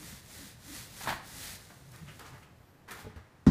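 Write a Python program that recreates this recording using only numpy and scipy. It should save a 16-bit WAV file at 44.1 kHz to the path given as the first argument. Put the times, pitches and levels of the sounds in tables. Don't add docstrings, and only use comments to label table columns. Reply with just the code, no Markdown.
import sys
import numpy as np
from scipy import signal
from scipy.fft import rfft, irfft
from scipy.io import wavfile
from scipy.ndimage import uniform_filter1d

SR = 44100
rng = np.random.default_rng(int(sys.argv[2]) if len(sys.argv) > 2 else 0)


def transcribe(u):
    v = np.clip(np.atleast_2d(u).T, -1, 1)
    q = np.round(v * 32767).astype(np.int16)
    wavfile.write(sys.argv[1], SR, q)


N = 154350

# frequency in Hz, level in dB.
GRIT_SPECTRUM = [(1500, -33), (3500, -1.5), (7000, -2.5), (11000, -3), (15000, -6)]


def undb(db):
    return 10 ** (np.asarray(db) / 20)


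def unit(x):
    return x / np.sqrt(np.mean(x ** 2))


def clock():
    return np.arange(N) / SR


def colour(x, points):
    hz, db = np.array(points).T
    bins = np.maximum(np.fft.rfftfreq(N, 1 / SR), 1)
    gain = undb(np.interp(np.log(bins), np.log(hz), db))
    return unit(irfft(rfft(x) * gain, N))


def noise(points):
    return colour(rng.standard_normal(N), points)


def crackle(rate, spread_db):
    size = undb(spread_db * np.minimum(rng.exponential(size=N), 6))
    happens = rng.random(N) < rate / SR
    return happens * size * rng.choice([-1, 1], N)


def burst(start, attack, t60):
    age = clock() - start
    rise = np.clip(age / attack, 0, 1)
    return rise * np.exp(-np.log(1000) * np.maximum(age - attack, 0) / t60)


def swell(centre, half):
    return np.exp(-((clock() - centre) / half) ** 2)


def ring(start, modes, rise, scatter_db=0):
    age = np.maximum(clock() - start, 0)
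    live = (age > 0) & (age < 1)
    out, a = np.zeros(N), age[live]
    for hz, db, t60 in modes:
        gain = undb(db + scatter_db * rng.standard_normal())
        out[live] += gain * np.sin(2 * np.pi * hz * a) * np.exp(-np.log(1000) * a / t60)
    return out * np.sin(np.pi / 2 * np.minimum(age / rise, 1)) ** 2


def room(x, wet_db):
    t60_s, treble_t60_s, split_hz, gap_s = 0.53, 0.11, 5100, 0.0061
    low_pass = signal.butter(2, split_hz, fs=SR, output="sos")
    high_pass = signal.butter(2, split_hz, "high", fs=SR, output="sos")
    low = signal.sosfilt(low_pass, rng.standard_normal(N))
    high = signal.sosfilt(high_pass, rng.standard_normal(N))
    slow = burst(gap_s, gap_s, t60_s)
    fast = burst(gap_s, gap_s, treble_t60_s)
    tail = (low * slow + high * fast)[:SR] / np.sqrt(np.sum(slow ** 2))
    return x + undb(wet_db) * signal.fftconvolve(x, tail)[:N]


def hums(rows):
    waver_hz = 19.8
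    out = 0
    for centre, half, hz, db in rows:
        waver = unit(uniform_filter1d(rng.standard_normal(N), size=400))
        phase = 2 * np.pi * np.cumsum(hz + waver_hz * waver) / SR
        out = out + undb(db) * np.sqrt(2) * np.sin(phase) * swell(centre, half)
    return out


def roller():
    # time in seconds, stroke level in dB.
    strokes = [(0.0, -55), (0.09, -51), (0.188, -56.5), (0.224, -63.5), (0.342, -52), (0.486, -54),
               (0.572, -68), (0.64, -58), (0.766, -46.5), (0.842, -52.5), (0.892, -59), (1.042, -45.5),
               (1.068, -53.5), (1.096, -46.5), (1.212, -66), (1.272, -54.5), (1.444, -46), (1.556, -50),
               (1.578, -58.5), (1.62, -60.5)]
    # time in seconds, stroke level in dB.
    coasting = [(1.7, -62), (1.86, -66.5), (1.95, -64), (2.05, -65.5), (2.15, -62.5), (2.3, -67),
                (2.42, -70), (2.52, -83), (2.64, -80), (2.8, -98), (3.0, -110)]
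    # frequency in Hz, level in dB.
    paint_spectrum = [(300, -14), (700, -4), (1200, -2.5), (1900, 2), (2750, -3.5), (3800, 0.5), (5200, -1),
                      (7200, -0.5), (11000, -3), (15000, -7)]
    # frequency in Hz, level in dB.
    wall_spectrum = [(25, -24), (45, 1), (62, 3.5), (100, 1.5), (135, 1), (200, -2.5), (330, -12.5),
                     (600, -13.5), (1500, -51)]
    # frequency in Hz, level in dB.
    spin_spectrum = [(2000, -25), (3500, -3), (7000, -8), (10500, -11), (12400, 3), (14000, -6),
                     (15500, -12)]
    paint_db, paint_room_db = 2.5, -5
    wall_db, wall_follow, full_stroke_db = -52, 0.42, -45
    stroke_db = np.interp(clock(), *np.vstack([strokes, coasting]).T)
    snaps = crackle(16000, spread_db=2.7)
    paint = colour(snaps, paint_spectrum) * undb(stroke_db + paint_db)
    wall = noise(wall_spectrum) * undb(wall_db + wall_follow * (stroke_db - full_stroke_db))
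    spin = noise(spin_spectrum) * undb(-76.5) * swell(2.68, half=0.18)
    return room(paint, paint_room_db) + wall + spin


def frame_judder():
    # centre in seconds, half length in seconds, frequency in Hz, level in dB.
    judders = [(0.016, 0.038, 305, -55), (.03, 0.029, 180, -52.5), (0.134, 0.02, 195, -52),
               (0.424, 0.045, 275, -54.5), (0.452, 0.038, 180, -55.5), (0.718, 0.045, 275, -50),
               (1.372, 0.034, 280, -56.5)]
    return hums(judders)


def frame_knock():
    # start in seconds, relative strength in dB.
    contacts = [(1.008, -13), (1.021, -23), (1.038, -11.5), (1.06, -8), (1.0735, 0.5), (1.0874, -1.5),
                (1.096, -9), (1.104, -3.5), (1.126, -4.5)]
    # frequency in Hz, relative level in dB, t60 in seconds.
    frame_modes = [(668, -9, .26), (754, -6, 0.23), (876, -4, 0.24), (950, 4.5, 0.14), (1034, -8, 0.23),
                   (1090, -5, 0.22), (1385, -4, 0.22), (1530, -7, 0.2), (1591, -3, 0.11), (1636, -1, 0.15),
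                   (1727, -6, .25), (1910, -4, 0.23), (2218, -12, .25), (2523, -14, .3)]
    # frequency in Hz, level in dB.
    clack_spectrum = [(80, -9), (150, 1.5), (330, -9.5), (520, -16), (700, -4.5), (950, 1.5), (1230, -5.5),
                      (1700, -3), (2200, -10.5), (2750, -15.5), (4100, -17.5), (6000, -29), (14000, -28)]
    # frequency in Hz, level in dB.
    grind_spectrum = [(1200, -12), (2200, 5.5), (2900, 1), (3500, 0), (4300, 4), (5500, -10), (9000, -31)]
    # frequency in Hz, level in dB, t60 in seconds.
    panel_modes = [(131, -40, .4), (188, -44, .25)]
    ring_db, clack_db, clack_t60_s, room_db = -43.5, -29, 0.1, -6.5
    contact_s = 0.00082
    rings, clack_power = 0, 0
    for start, db in contacts:
        rings = rings + undb(db + ring_db) * ring(start, frame_modes, contact_s, scatter_db=1)
        clack_power = clack_power + (undb(db + clack_db) * burst(start, 0.00047, clack_t60_s)) ** 2
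    clacks = np.sqrt(clack_power) * noise(clack_spectrum)
    grind = undb(-40) * swell(1.101, half=0.018) * noise(grind_spectrum)
    panel = ring(1.074, panel_modes, rise=0.02)
    return rings + panel + room(clacks + grind, room_db)


def shoe_scuffs():
    # start in seconds, attack in seconds, t60 in seconds, level in dB,
    # strongest frequency in Hz, level of the gritty treble in dB.
    rubs = [(1.70, .004, .15, -51, 1210, -78), (1.92, 0.021, 0.45, -55.5, 1670, -64),
            (2.064, 0.021, 0.24, -51, 2080, -78), (2.191, 0.0031, 0.36, -47.5, 1240, -62),
            (2.234, .025, 0.33, -53, 1650, -75), (2.25, 0.013, .25, -56, 5500, -78),
            (2.319, 0.026, 0.36, -54.5, 1290, -76), (2.42, 0.011, 0.18, -57.5, 2050, -74),
            (2.876, 0.013, 0.43, -47, 1480, -58), (2.908, 0.0021, 0.29, -43.5, 1620, -54.5),
            (2.95, 0.055, 0.23, -50.5, 1280, -57.5), (3.09, 0.012, .15, -59, 1400, -77),
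            (3.158, 0.0041, .2, -53.5, 1500, -69)]
    # multiple of its strongest frequency, level in dB.
    rub_spectrum = [(.08, -10.5), (.2, -1.5), (.38, -7), (.65, -1), (1, -1.5), (1.35, -2.5), (1.8, -11.5),
                    (2.6, -15), (4.5, -23), (9, -44)]
    grit = colour(crackle(7000, spread_db=2.5), GRIT_SPECTRUM)
    out = 0
    for start, attack, t60, db, hz, grit_db in rubs:
        points = [(hz * multiple, level) for multiple, level in rub_spectrum]
        rub = colour(crackle(5000, spread_db=2), points)
        out = out + burst(start, attack, t60) * (undb(db) * rub + undb(grit_db) * grit)
    return room(out, wet_db=-3.5)


def grit_ticks():
    # start in seconds, level in dB.
    grains = [(1.918, -51), (1.96, -49), (2.194, -44.5), (2.38, -60), (2.433, -60), (2.908, -46),
              (2.917, -41.5), (3.0, -51)]
    envelope = sum(undb(db) * burst(start, 0.00055, t60=0.02) for start, db in grains)
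    return room(envelope * noise(GRIT_SPECTRUM), wet_db=1.5)


def footfalls():
    # start in seconds, level in dB, tilt towards the higher modes in dB per octave.
    treads = [(2.012, -50, 2), (2.024, -54, 6), (2.078, -57, 5), (2.245, -53.5, -1), (2.314, -49, 3.5),
              (3.021, -54, -1.5), (3.044, -38.5, 3), (3.064, -33, 3), (3.16, -42, -1), (3.173, -39, -2)]
    # frequency in Hz, level in dB before the tilt.
    board_modes = [(82, -2), (101, 2.5), (140, -3), (168, -0.5), (217, -4), (350, -14.5), (435, -10),
                   (610, -17), (850, -23)]
    boards_t60_s, contact_s, pivot_hz = 0.075, 0.007, 150
    out = 0
    for start, db, tilt in treads:
        modes = []
        for hz, level in board_modes:
            modes.append((hz, level + tilt * np.log2(hz / pivot_hz), boards_t60_s))
        out = out + undb(db) * ring(start, modes, contact_s, scatter_db=3.5)
    return room(out, wet_db=-12)


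def floor_sway():
    # centre in seconds, half length in seconds, frequency in Hz, level in dB.
    sways = [(1.9, 0.12, 128.8, -55), (2.035, 0.026, 160, -45), (2.09, 0.035, 135.5, -50.5),
             (2.33, 0.025, 130, -50)]
    return hums(sways)


def bump():
    # start in seconds, level in dB.
    blows = [(3.4673, -9.5), (3.4858, -15.5)]
    # frequency in Hz, level in dB, t60 in seconds.
    body_modes = [(72.6, -7.5, 0.44), (159.4, -4, 0.32), (208.7, -2, 0.28), (240, 3, 0.12),
                  (318, -10, 0.13)]
    # frequency in Hz, level in dB.
    click_spectrum = [(30, -7), (150, 8), (400, -2), (700, 1.5), (1400, -4.5), (1950, -9), (2400, -19),
                      (4000, -15), (6000, -18), (9000, -28.5), (15000, -40)]
    contact_s = 0.0045
    thump = sum(undb(db) * ring(start, body_modes, contact_s) for start, db in blows)
    click = undb(-30) * burst(3.465, 0.00075, t60=0.29) * noise(click_spectrum)
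    return thump + click


def room_air():
    # frequency in Hz, level in dB.
    air_spectrum = [(25, -17), (50, -11), (75, -5), (121, -1), (200, -10), (280, -12), (400, -14.5),
                    (900, -18), (1800, -22), (2900, -30), (4600, -33.5), (10500, -39.5), (15000, -42)]
    return undb(-59) * noise(air_spectrum)


def scene():
    painting = roller() + frame_judder() + frame_knock()
    walking = shoe_scuffs() + grit_ticks() + footfalls() + floor_sway()
    return (painting + walking + bump() + room_air())[None]


def record(dry):
    top_hz = 15350
    low_pass = signal.ellip(12, .1, 80, top_hz, fs=SR, output="sos")
    return signal.sosfilt(low_pass, dry)


dry = scene()
out = record(dry)
transcribe(out)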